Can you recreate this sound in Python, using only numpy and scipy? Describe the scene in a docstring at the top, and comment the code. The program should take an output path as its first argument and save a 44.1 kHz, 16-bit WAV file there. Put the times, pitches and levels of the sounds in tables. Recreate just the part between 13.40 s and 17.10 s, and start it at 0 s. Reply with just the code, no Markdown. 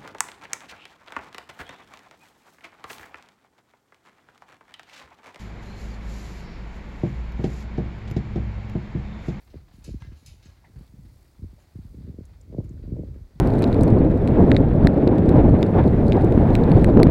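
"""A roller coaster car sweeps through a banked curve, heard from a small camera housed on board.
From the start, wind buffets the closed housing, the wheels rumble and roar through the car's frame,
and a fine spray and sharp ticks (rattles, perhaps raindrops) ring the housing.
From 0.5 s the track jolts the car with dull knocks. At 3.6 s the rumble surges, then the hardest
jolt lands. The heaviest swings overload the microphone."""
import sys
import numpy as np
from scipy import signal
from scipy.fft import rfft, irfft
from scipy.io import wavfile
from scipy.ndimage import uniform_filter1d

SR = 44100
rng = np.random.default_rng(int(sys.argv[2]) if len(sys.argv) > 2 else 0)


def bounce(signal):
    """Save signal as a 16-bit WAV file at the path given by the first command-line argument."""
    frames = np.transpose(np.atleast_2d(signal))
    limited = np.clip(frames, -1, 1)
    pcm = np.round(limited * 32767).astype(np.int16)
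    wavfile.write(sys.argv[1], SR, pcm)


N = 163170  # 3.7 s


def undb(db):
    """Decibels to gain."""
    return 10 ** (np.asarray(db) / 20)


def unit(x):
    """Scale to rms 1."""
    return x / np.sqrt(np.mean(x ** 2))


def curve(rows):
    """Join (seconds, value) rows by straight lines."""
    return np.interp(np.arange(N) / SR, *np.array(rows).T)


def walk(rate_hz):
    """Ramps between random values, rate_hz of them a second; rms 1."""
    hold = max(int(SR / rate_hz), 2)
    steps = rng.standard_normal(4000)[np.arange(N) // hold % 4000]
    return unit(uniform_filter1d(steps, hold))


def noise(spectrum):
    """Noise of rms 1 shaped by (Hz, dB) points, falling 20 dB per octave beyond both ends."""
    hz, db = np.array(spectrum, float).T
    octave = np.log2(np.maximum(np.fft.rfftfreq(N, 1 / SR), 1))
    points = np.log2(hz)
    beyond = abs(octave - np.clip(octave, points[0], points[-1]))
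    gain = undb(np.interp(octave, points, db) - 20 * beyond)
    return unit(irfft(rfft(rng.standard_normal(N)) * gain, N))


def steady(x, span_s):
    """Even out swells longer than span_s."""
    width = max(int(span_s * SR), 2)
    power = uniform_filter1d(uniform_filter1d(x ** 2, width), width)
    return x / np.sqrt(power + 1e-12)


def add(out, at_s, sound):
    """Mix a sound in at at_s."""
    start = int(np.clip(at_s * SR, 0, N - 1))
    out[start:start + len(sound)] += sound[:N - start]


def wind():
    """Eddies shove the housing in quick, uneven gusts."""
    # Buffeting spectrum. Each row: frequency in Hz, relative level in dB.
    buffet_spectrum = [(12, -10), (25, -4.5), (125, -1), (170, -6.5), (260, -24), (500, -55)]
    # Buffeting envelope. Each row: time in seconds, level in dB.
    buffet_levels = [(0, -17), (.3, -22), (.42, -16), (.6, -16.5), (.86, -21.5), (1.0, -17), (1.16, -15),
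                     (1.24, -18.5), (1.36, -19), (1.44, -12.5), (1.52, -21.5), (1.78, -21), (1.96, -15),
                     (2.12, -10.5), (2.19, -24), (2.32, -21.5), (2.4, -16), (2.63, -18.5), (3.08, -16),
                     (3.27, -18), (3.36, -16), (3.44, -14.5), (3.6, -15.5)]
    gusts = steady(noise(buffet_spectrum), span_s=0.079) * undb(0.91 * walk(rate_hz=27))
    return gusts * undb(curve(buffet_levels))


def wheels():
    """Rolling shakes the frame and roars on the rails; a thin hiss gets through the housing."""
    # Rolling spectra. Each row: frequency in Hz, relative level in dB.
    rumble_spectrum = [(80, -29.5), (160, -2), (270, -0.5), (410, -5.5), (650, -14.5), (850, -24.5),
                       (1200, -35.5), (2500, -65)]
    roar_spectrum = [(300, -7), (600, 12), (850, 9.5), (1050, 0.5), (1300, -10), (1700, -10), (2300, -25.5),
                     (3000, -30)]
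    hiss_spectrum = [(1000, 6.5), (1500, 8.5), (2400, 0), (2950, -8.5), (3600, -8.5), (4200, -16.5),
                     (6000, -35.5)]
    # Frame and rail envelopes. Each row: time in seconds, relative level in dB.
    rumble_levels = [(0, -21), (.3, -18), (.45, -16.5), (.66, -16), (.78, -22), (.9, -19), (1.0, -12),
                     (1.08, -14.5), (1.19, -14.5), (1.26, -21.5), (1.44, -16.5), (1.54, -18), (1.68, -15.5),
                     (1.78, -16.5), (1.98, -13.5), (2.14, -16), (2.32, -19.5), (2.4, -15), (2.56, -19),
                     (2.7, -17), (3.26, -17.5), (3.35, -14), (3.54, -17), (3.595, -5), (3.66, -16)]
    roar_levels = [(0, -36), (.5, -38), (.85, -45), (1.0, -30), (1.06, -38.5), (1.36, -45), (1.44, -32.5),
                   (1.52, -42.5), (1.74, -34.5), (1.86, -43), (1.98, -26), (2.04, -37), (2.32, -39),
                   (2.39, -24), (2.46, -38.5), (2.72, -40), (2.78, -26.5), (2.84, -40.5), (3.1, -33),
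                   (3.22, -35.5), (3.35, -32), (3.52, -38), (3.6, -38)]
    shudder = walk(rate_hz=60)
    rumble = steady(noise(rumble_spectrum) * undb(2.17 * shudder), span_s=0.095)
    roar = steady(noise(roar_spectrum) * undb(2.4 * shudder), span_s=0.1)
    roar_db = curve(roar_levels)
    hiss_db = -45 + 0.41 * (roar_db - roar_db.mean())
    hiss = noise(hiss_spectrum) * undb(hiss_db + 1.8 * walk(rate_hz=62))
    return rumble * undb(curve(rumble_levels)) + roar * undb(roar_db + 3.5) + hiss


def ring(modes, scatter, rise_cycles=0.41, rebound_s=0.00054, rebound_db=-12):
    """A mode group rings, detuned by where the housing is struck; a softer rebound rings it again."""
    t = np.arange(int(.02 * SR)) / SR
    contact = 0
    for k, ((hz, t60_s, db), detune) in enumerate(zip(modes, scatter)):
        cycles = hz * (1 + 0.13 * detune) * t
        rise = 1 - np.exp(-cycles / rise_cycles)
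        decay = undb(db - 60 * t / t60_s)
        contact += (-1) ** k * decay * rise * np.sin(2 * np.pi * cycles)
    delay_s = rebound_s * (1 + 0.32 * scatter[-1])
    tick = contact + undb(rebound_db) * np.interp(t - delay_s, t, contact, left=0)
    return tick / np.sqrt(np.sum(tick ** 2) / (.004 * SR))  # energy of 4 ms at rms 1


def strike_housing(hits, low_t60_s=0.0042):
    """Each hit rings the housing's low, middle and high modes; rows as in ticks()."""
    # Housing modes. Each row: frequency in Hz, T60 in seconds, relative level in dB.
    mid_modes = [(3400, 0.0033, -2.5), (3956, 0.0067, 4), (4720, 0.0033, -3)]
    high_modes = [(5600, 0.0016, -3.5), (7840, 0.0026, -2), (10700, 0.0015, -2)]
    out = np.zeros(N)
    scatters = rng.uniform(-0.54, 1, size=(len(hits), 5))
    for (at_s, *levels_db, low_hz), scatter in zip(hits, scatters):
        groups = ([(low_hz, low_t60_s, 0)], mid_modes, high_modes)
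        add(out, at_s, sum(undb(db) * ring(modes, scatter) for modes, db in zip(groups, levels_db)))
    return out


def spray(tick_count):
    """Fine spray on the housing: a grainy fizz and faint ticks that follow its level."""
    # Spray envelope. Each row: time in seconds, level in dB.
    spray_levels = [(0, -61.5), (.45, -64.5), (.6, -69), (1.12, -64), (1.28, -69.5), (3.15, -63),
                    (3.36, -64.5), (3.55, -66.5)]
    # Fizz spectrum. Each row: frequency in Hz, relative level in dB.
    fizz_spectrum = [(3000, 1), (4150, 8), (5000, 3), (6200, -1), (10500, -3), (15000, -4)]
    level_db = curve(spray_levels)
    fizz = noise(fizz_spectrum) * undb(level_db - walk(rate_hz=780))
    starts = rng.integers(0, N, tick_count)
    force_db = 0.5 * rng.standard_normal((tick_count, 1))
    above_fizz_db = rng.normal((7.5, 9.5, 2), 1.3, (tick_count, 3))  # low, middle, high modes
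    modes_db = level_db[starts, None] + above_fizz_db + force_db
    low_hz = rng.uniform(1900, 2500, tick_count)
    return fizz + strike_housing(np.column_stack([starts / SR, modes_db, low_hz]))


def ticks(gain_db):
    """Sharp contacts (rattles, perhaps raindrops) ring the housing for a few milliseconds."""
    # Hits on the housing. Each row: start in seconds, relative levels of the low, middle and
    # high modes in dB, low mode frequency in Hz before detuning.
    hits = [(.0735,-48,-47,-51,2400), (.1913,-49,-49,-51,2400), (.2231,-37,-47,-43,2240),
            (.23,-49,-38,-62,2400), (.2413,-35,-32.5,-49,2460), (.3282,-44,-39,-58,2310),
            (.3446,-41,-48,-56,2330), (.4103,-51,-44,-49,2000), (.4345,-45,-55,-37.5,2000),
            (.4791,-44,-48.5,-56,2100), (.5033,-49,-54,-56,2200), (.8757,-35,-44.5,-50.5,2366),
            (1.1168,-19.5,-30.5,-49,1830), (1.1468,-39,-46,-62,2000), (1.1658,-26,-26,-51.5,1840),
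            (1.4715,-19.5,-27,-43,1810), (1.6762,-41,-37,-56,2440), (1.7831,-43,-48,-55,2310),
            (1.8922,-39.5,-42.5,-48.5,2270), (2.2289,-31,-30.5,-45.5,2200), (2.6818,-62,-45.5,-53.5,2200),
            (2.7221,-29.5,-35,-56,2300), (2.7304,-40,-44,-57,2300), (2.8469,-62,-53,-51,2180),
            (2.9235,-39.5,-48,-56,2280), (3.153,-26,-34,-40,2390), (3.237,-52,-42.5,-62,2300),
            (3.318,-34.5,-40,-51.5,2400), (3.4448,-24.5,-40,-39,1940), (3.6313,-23,-25,-34,2110)]
    return undb(gain_db) * strike_housing(hits)


def jolts(rise_cycles=0.34):
    """Each jolt from the track swings the frame for a cycle or two."""
    # Track jolts. Each row: start in seconds, envelope peak in dB, pitch in Hz.
    knocks = [(0.524, 0, 131), (0.699, -1.5, 158), (1.024, -1.5, 170), (1.447, 4, 132), (1.672, 0, 287),
              (1.912, -2, 219), (1.973, -3, 111), (2.976, 1.5, 216), (3.305, -3.5, 195), (3.319, 0, 208),
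              (3.355, 2, 107), (3.572, -0.5, 250), (3.600, -1, 286), (3.668, 5, 166)]
    out = np.zeros(N)
    t = np.arange(int(.06 * SR)) / SR
    for at_s, peak_db, hz in knocks:
        age = t * hz / rise_cycles
        envelope = undb(peak_db) * (age * np.exp(1 - age)) ** 2
        add(out, at_s, -envelope * np.sin(2 * np.pi * hz * t))
    return out


def scene():
    """All sources at one microphone."""
    mix = wind() + wheels() + spray(tick_count=65) + ticks(gain_db=-1.5) + jolts()
    return mix[None]


def record(dry):
    """The microphone flattens the heaviest swings; a low-pass cuts the top."""
    clip_level, cutoff_hz = .98, 15300
    clipped = dry / (1 + (dry / clip_level) ** 40) ** (1 / 40)
    lowpass = signal.ellip(8, .2, 70, cutoff_hz, fs=SR, output="sos")
    return signal.sosfilt(lowpass, clipped)


dry = scene()
out = record(dry)
bounce(out)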